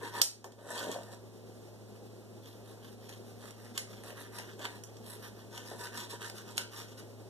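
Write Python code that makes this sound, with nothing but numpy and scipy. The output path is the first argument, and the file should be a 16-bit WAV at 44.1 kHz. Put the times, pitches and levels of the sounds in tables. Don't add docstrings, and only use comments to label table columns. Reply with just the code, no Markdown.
import sys
import numpy as np
from scipy import signal
from scipy.fft import rfft, irfft, next_fast_len
from scipy.io import wavfile
from scipy.ndimage import uniform_filter1d

SR = 44100
rng = np.random.default_rng(int(sys.argv[2]) if len(sys.argv) > 2 else 0)


def generate_wav(signal):
    frames = np.transpose(np.atleast_2d(signal))
    scaled = np.clip(frames, -1, 1) * 32767
    pcm = np.round(scaled).astype(np.int16)
    wavfile.write(sys.argv[1], SR, pcm)


N = 321489

# (midpoint [s], duration [s], scratch level [dB])
SAW_STROKES = [(0.057, 0.1, -52.5), (0.174, 0.093, -46.5), (1.96, 0.017, -64), (2.49, 0.16, -64),
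               (2.687, 0.096, -62), (2.872, 0.14, -62.5), (3.103, 0.18, -58.5), (3.288, 0.086, -63),
               (3.464, 0.16, -59.5), (3.647, 0.15, -59.5), (3.768, 0.049, -50.5), (3.949, 0.2, -60),
               (4.085, 0.086, -54), (4.214, 0.13, -54), (4.375, 0.1, -51), (4.474, 0.16, -59),
               (4.628, 0.085, -54), (4.653, 0.018, -42.5), (4.732, 0.14, -59), (4.89, 0.072, -67),
               (5.11, 0.14, -55), (5.253, 0.085, -54.5), (5.397, 0.11, -62.5), (5.558, 0.087, -52.5),
               (5.685, 0.17, -55.5), (5.836, 0.11, -49.5), (5.991, 0.14, -47.5), (6.13, 0.07, -49.5),
               (6.247, 0.095, -48), (6.384, 0.086, -54.5), (6.493, 0.088, -55.5), (6.597, 0.077, -49),
               (6.785, 0.13, -49), (6.905, 0.069, -58.5), (6.992, 0.036, -53.5)]
# (time [s], plate body re scratch [dB], crisp top re scratch [dB], share ringing free of bread [0-1])
CUT_DEPTH = [(.1, 7.5, 4.5, 0.66), (1.999, -7, 8, 0.9), (3.1, -7, 6.5, 0.3), (3.8, -1.5, 3, 0),
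             (4.2, 0.5, 7, 0.16), (4.65, -0.5, 3, 0.6), (5.1, -3.5, 10.5, 0.6), (5.55, 0.7, 4, 1),
             (6.25, -1, 2, 0.96), (6.8, -4, 3, 0.9)]
# (frequency [Hz], relative density [dB])
CRUST_SPECTRUM = [(600, -71), (1100, 1), (2100, -9.5), (3400, -3.5), (5000, -8), (7300, -8.5), (8000, -3),
                  (8700, -11.5), (11900, -13), (14400, -26)]
# (time [s], level [dB], thud emphasis [dB], treble emphasis [dB])
IMPACTS = [(0.216, -9, -16, 3.5), (0.443, -35.5, 13, -1), (0.5209, -45, -8, -2), (0.589, -51, 13, -9),
           (0.7046, -40, -15, 3.5), (0.915, -37, -14, 1.5), (2.458, -50, -8, 2), (3.0562, -51, -13, -1),
           (3.0924, -40.5, -7, -3), (3.098, -49, -4, -6), (3.1265, -41.5, 2, -10), (3.5073, -42, -5, -5),
           (3.7771, -23, -21, -0.5), (4.036, -37.5, -2.5, -8), (4.104, -37, 2, -17), (4.386, -31, -2, -8),
           (4.593, -47.5, 19.5, 1.5), (4.653, -23, -7, -28), (4.837, -45, -25, 7.5),
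           (4.968, -51.5, -15, 4.5), (5.577, -35.5, 2, -1.5), (5.714, -44.5, 17, -10), (5.87, -36, 2, -8),
           (6.2985, -34, 0.5, -3.5), (6.571, -43, -7, 8), (6.579, -18, -15, -3.5)]
# (frequency [Hz], level [dB], free T60 [s])
PLATE_MODES = [(433, -10, .1), (580, -10, .08), (955, -5, .12), (1240, -12, .08), (1495, -8, .12),
               (1790, -4, .1), (2850, -18, .22), (3260, -9, .2), (3700, -14, .2), (4400, -14, .2),
               (5453, -7, .2), (5740, -1, .26), (6643, -3, .17), (7463, -4, .19), (8248, -6, .24),
               (9045, -3, .18), (9890, -6, .24), (10890, -6, .24), (11961, -5, .22), (13155, -7, .08)]
# (time [s], share of the free ring time [0-1])
HAND_DAMPING = [(.22, 0.75), (.5, 0.51), (.92, 0.68), (2.4, 0.11), (4.4, 0.49), (6.6, 0.23)]
# (time [s], grit hiss [dB], foot ring rumble [dB])
PLATE_TURN = [(.58, -69, -61.5), (.68, -54, -47.5), (.715, -46, -46), (.82, -43.5, -41.5),
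              (.87, -50.5, -40), (.93, -49.5, -46), (.99, -62, -47), (1.05, -61.5, -66), (1.14, -61, -54),
              (1.22, -98, -69.5)]
# (frequency [Hz], rms level [dB], waver [dB])
MOTOR_PARTIALS = [(109.3, -56.5, 1), (206.7, -68.5, 3), (237.6, -67.5, 5)]
# (frequency [Hz], relative density [dB])
ROOM_SPECTRUM = [(25, -41), (58, -12), (80, -21.5), (130, -14.5), (220, -5.5), (300, -7.5), (384, -1.5),
                 (474, -4), (700, -10.5), (1200, -20.5), (2200, -26), (5000, -25.5), (10000, -29.5),
                 (14400, -31.5)]
# (frequency [Hz], sum fed to side [dB], difference fed to side [dB], left re right [dB])
STEREO_WIDTH = [(98.4, -6.5, 2.5, 0.5), (383, -6, -6.5, 0.5), (1760, -7, 1.5, 0), (2410, 0, -2, 0.7),
                (4820, -3.5, 3.2, -1), (11100, -16.5, 7, 1.5), (13700, -4, 5, 2)]

TWIN_SPLIT, TWIN_DB = .004, -5
KITCHEN_T60_S, WALL_CUT_HZ, KITCHEN_DB = 0.32, 23000, -14
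ROOM_TONE_DB, TONE_ALIKE_HZ = -51, 4270
COMB_HZ, COMB_STRETCH, COMB_FADE_HZ = 2290, 0.97, 4630
GAIN_KNEE_DB, GAIN_SLOPE, GAIN_RELEASE_DB_S, GAIN_ATTACK_S = -30, 0.53, 10, 0.0066
CUTOFF_HZ = 14480


def sawing(texture, body_db, crisp_db, free):
    scratch, t = np.zeros(N), np.arange(N) / SR
    for middle, length, scratch_db in SAW_STROKES:
        near = slice(max(0, round((middle - 2 * length) * SR)), round((middle + 2 * length) * SR))
        scratch[near] += from_db(scratch_db - 11.7 * np.abs(2 * (t[near] - middle) / length) ** 2.7)
    body = np.sqrt(free) * texture["shaking"] + np.sqrt(1 - free) * texture["muffled"]
    body += from_db(-5.5) * free * texture["pressed"]
    treble = free * texture["chiming"] + from_db(crisp_db) * texture["crisp"]
    return scratch * (texture["crunch"] + treble + from_db(body_db) * body)


def friction(free):
    crumbs = coloured(slips(1800, 2.26, 2.44), CRUST_SPECTRUM)
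    top = butterworth(crumbs, 7500, "high", order=4)
    crumbs -= 0.88 * free * butterworth(crumbs, 2100, "low")
    singing = resonate(slips(5400, 1.9, 2.0), PLATE_MODES[6:], ring_share=.039)
    shaking = resonate(slips(3000, 2.5, 1.2), PLATE_MODES[2:6], ring_share=.3)
    muffled = resonate(slips(2000, 4.0, 4.6), PLATE_MODES[3:6], ring_share=.03)
    chiming = resonate(slips(3700, 2.3, 1.6), PLATE_MODES[6:], ring_share=.12)
    drag = slips(1500, 4.1, 1.0)
    foot = resonate(drag, PLATE_MODES[1:2], ring_share=.12)
    pressed = resonate(drag, PLATE_MODES[:1], ring_share=.22)
    crunch = from_db(1.5) * (crumbs - top) + from_db(-10) * singing
    return dict(crunch=crunch, crisp=from_db(1.5) * top, chiming=from_db(-12) * chiming,
                shaking=shaking, muffled=muffled, foot=foot, pressed=pressed)


def slips(per_s, spread_db, clump_db):
    sizes = from_db(spread_db * np.minimum(rng.exponential(1, N), 5) + clump_db * drift(41.0))
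    return sizes * rng.choice([-1, 1], N) * (rng.random(N) < per_s / SR)


def resonate(force, modes, ring_share):
    out = np.zeros(N)
    for k, (hz, level_db, t60) in enumerate(modes):
        r, w = from_db(-60 / (t60 * ring_share * SR)), 2 * np.pi * hz / SR
        drive = (-1) ** k * from_db(level_db) * np.sin(w)
        out += signal.lfilter([0, drive], [1, -2 * r * np.cos(w), r * r], force + 1e-18)
    return rms_one(out)


def blade_ticks():
    out, t = np.zeros(N + SR), np.arange(SR // 2) / SR
    hz, level_db, t60 = np.transpose(PLATE_MODES + PLATE_MODES)[:, :, None]
    is_twin = np.repeat([[0], [1]], len(PLATE_MODES), axis=0)
    hz = hz * (1 - TWIN_SPLIT * is_twin)
    level_db = level_db + TWIN_DB * is_twin
    chance = rng.standard_normal((len(IMPACTS), 2, len(hz), 1))
    noise = rng.standard_normal((len(IMPACTS), len(t)))
    bright = butterworth(noise, [4000, 10500], "band")
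    dull = butterworth(noise[::-1], [1300, 3200], "band")
    scuffs = butterworth(noise, [380, 800], "band")
    for k, (start, impact_db, thud_db, treble_db) in enumerate(IMPACTS):
        strength, phase = chance[k]
        ring_share = np.interp(start, *np.transpose(HAND_DAMPING))
        emphasis_db = (thud_db + 2) * (hz < 2000) + (treble_db + 0.5) * (hz > 5000)
        gain = from_db(level_db + 1.6 * strength + emphasis_db - 60 * t / (t60 * ring_share))
        ringing = np.sum(gain * np.sin(2 * np.pi * hz * t + 2 * phase), axis=0)
        crack = from_db(treble_db - 2.5) * bright[k] + (1 - ring_share) * from_db(4.5) * dull[k]
        snap = from_db(22 - 60 * t / 0.013) * crack
        faint_modes = from_db(12.5 - 60 * t / (0.15 * ring_share)) * crack
        thud = from_db(thud_db + 19 - 60 * t / (0.1 + 0.17 * ring_share)) * scuffs[k]
        onset = from_db(impact_db - 19) * np.minimum(t / 0.00012, 1)
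        at = round(start * SR)
        out[at:at + len(t)] += onset * (ringing + snap + faint_modes + thud)
    return out[:N]


def plate_turning(texture):
    grit, rumble = from_db(in_time(PLATE_TURN, outside=-120))
    treble = 0.45 * texture["chiming"] + from_db(2) * texture["crisp"]
    body = from_db(0.5) * texture["shaking"]
    return grit * (texture["crunch"] + treble + body) + rumble * texture["foot"]


def near_echoes(x, count=4):
    size = round(.008 * SR)
    taps = rng.standard_normal((count, 2, size)) * from_db(-60 * np.arange(size) / SR / 0.0073)
    taps /= np.sqrt(np.sum(taps ** 2, axis=2, keepdims=True))
    shares = np.array([drift(5.27) for _ in range(count)])
    shares /= np.sqrt(np.sum(shares ** 2, axis=0))
    return sum(signal.oaconvolve((x * share)[None], pair, axes=1)[:, :N]
               for share, pair in zip(shares, taps))


def kitchen(x):
    size = next_fast_len(N + SR // 2)
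    w = 2 * np.pi * np.arange(size // 2 + 1) / size
    walls = 1 / (1 + 1j * w * SR / (2 * np.pi * WALL_CUT_HZ))
    response = np.zeros((2, len(w)), complex)
    for k, lag in enumerate(rng.uniform(.006, .03, 16)):
        loop = from_db(-60 * lag / KITCHEN_T60_S) * walls * np.exp(-1j * w * round(lag * SR))
        response[k % 2] += loop / (1 - loop) * (-1) ** (k // 2)
    return irfft(rfft(x, size) * response, size)[:, :N]


def appliance_hum():
    out, t = np.zeros(N), np.arange(N) / SR
    for hz, level_db, waver_db in MOTOR_PARTIALS:
        amplitude = np.sqrt(2) * from_db(level_db + waver_db * drift(10.0))
        out += amplitude * np.sin(2 * np.pi * hz * t + 0.28 * waver_db * drift(2.54))
    return out


def room_tone():
    alike, apart = coloured(rng.standard_normal((2, N)), ROOM_SPECTRUM)
    apart = butterworth(apart, TONE_ALIKE_HZ, "low", order=1)
    return from_db(ROOM_TONE_DB + drift(12.7)) * np.array([alike + apart, alike - apart]) / np.sqrt(2)


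def capsules(dry):
    size = next_fast_len(N + 4096)
    hz = np.maximum(np.arange(size // 2 + 1) * SR / size, 1)
    tied_db, own_db, balance_db = in_frequency(STEREO_WIDTH, hz)
    common, apart = rfft([dry[0] + dry[1], dry[0] - dry[1]], size) / 2
    feed = 1 / (1 + (hz / COMB_FADE_HZ) ** 6)
    side_phase = np.pi * (hz / COMB_HZ) ** COMB_STRETCH
    mid_phase = np.maximum(side_phase, np.pi / 2)
    mid = -1j * (np.exp(1j * mid_phase) - feed * np.exp(-1j * mid_phase)) * common
    side_comb = 1j * (np.exp(1j * side_phase) + feed * np.exp(-1j * side_phase))
    side = side_comb * (from_db(tied_db) * common + from_db(own_db) * apart)
    balance_db *= np.abs(np.sin(mid_phase))
    pair = np.array([mid + side, mid - side]) * from_db([balance_db / 2, -balance_db / 2])
    return irfft(pair / np.sqrt(2 + 2 * feed ** 2), size)[:, :N]


def gain_control(x):
    level_db = 10 * np.log10(uniform_filter1d(np.mean(x ** 2, axis=0), size=441) + 1e-12)
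    climb = GAIN_RELEASE_DB_S * np.arange(N) / SR
    cut_db = np.maximum.accumulate(GAIN_SLOPE * np.maximum(level_db - GAIN_KNEE_DB, 0) + climb) - climb
    r = np.exp(-1 / (GAIN_ATTACK_S * SR))
    return x * from_db(-signal.lfilter([1 - r], [1, -r], cut_db))


def drift(rate_hz):
    r = np.exp(-80 * np.pi * rate_hz / SR)
    slow = signal.lfilter([1], [1, -2 * r, r * r], rng.standard_normal(N // 40 + 2002))[2000:]
    return np.interp(np.arange(N) / 40, np.arange(len(slow)), rms_one(slow))


def coloured(x, spectrum):
    size = next_fast_len(N)
    hz = np.maximum(np.arange(size // 2 + 1) * SR / size, 1)
    gain = from_db(in_frequency(spectrum, hz)[0])
    return rms_one(irfft(rfft(x, size) * gain, size)[..., :N])


def butterworth(x, hz, kind, order=2):
    return signal.sosfilt(signal.butter(order, hz, kind, fs=SR, output="sos"), x)


def in_time(rows, outside=None):
    times, *columns = np.transpose(rows)
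    return [np.interp(np.arange(N) / SR, times, c, left=outside, right=outside) for c in columns]


def in_frequency(rows, hz):
    points, *columns = np.transpose(rows)
    return [np.interp(np.log(hz), np.log(points), c) for c in columns]


def from_db(db):
    return 10 ** (np.asarray(db) / 20)


def rms_one(x):
    return x / np.sqrt(np.mean(x ** 2) + 1e-20)


def scene():
    body_db, crisp_db, free = in_time(CUT_DEPTH)
    texture = friction(free)
    plate = sawing(texture, body_db, crisp_db, free) + blade_ticks() + plate_turning(texture)
    plate = butterworth(plate, 250, "high")
    tone = room_tone()
    reflections = from_db(-1.5) * near_echoes(plate) + from_db(KITCHEN_DB) * kitchen(plate)
    return plate + reflections + tone + appliance_hum()


def record(dry):
    low_pass = signal.cheby2(18, 50, CUTOFF_HZ, fs=SR, output="sos")
    return signal.sosfilt(low_pass, gain_control(capsules(dry)))


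dry = scene()
out = record(dry)
generate_wav(out)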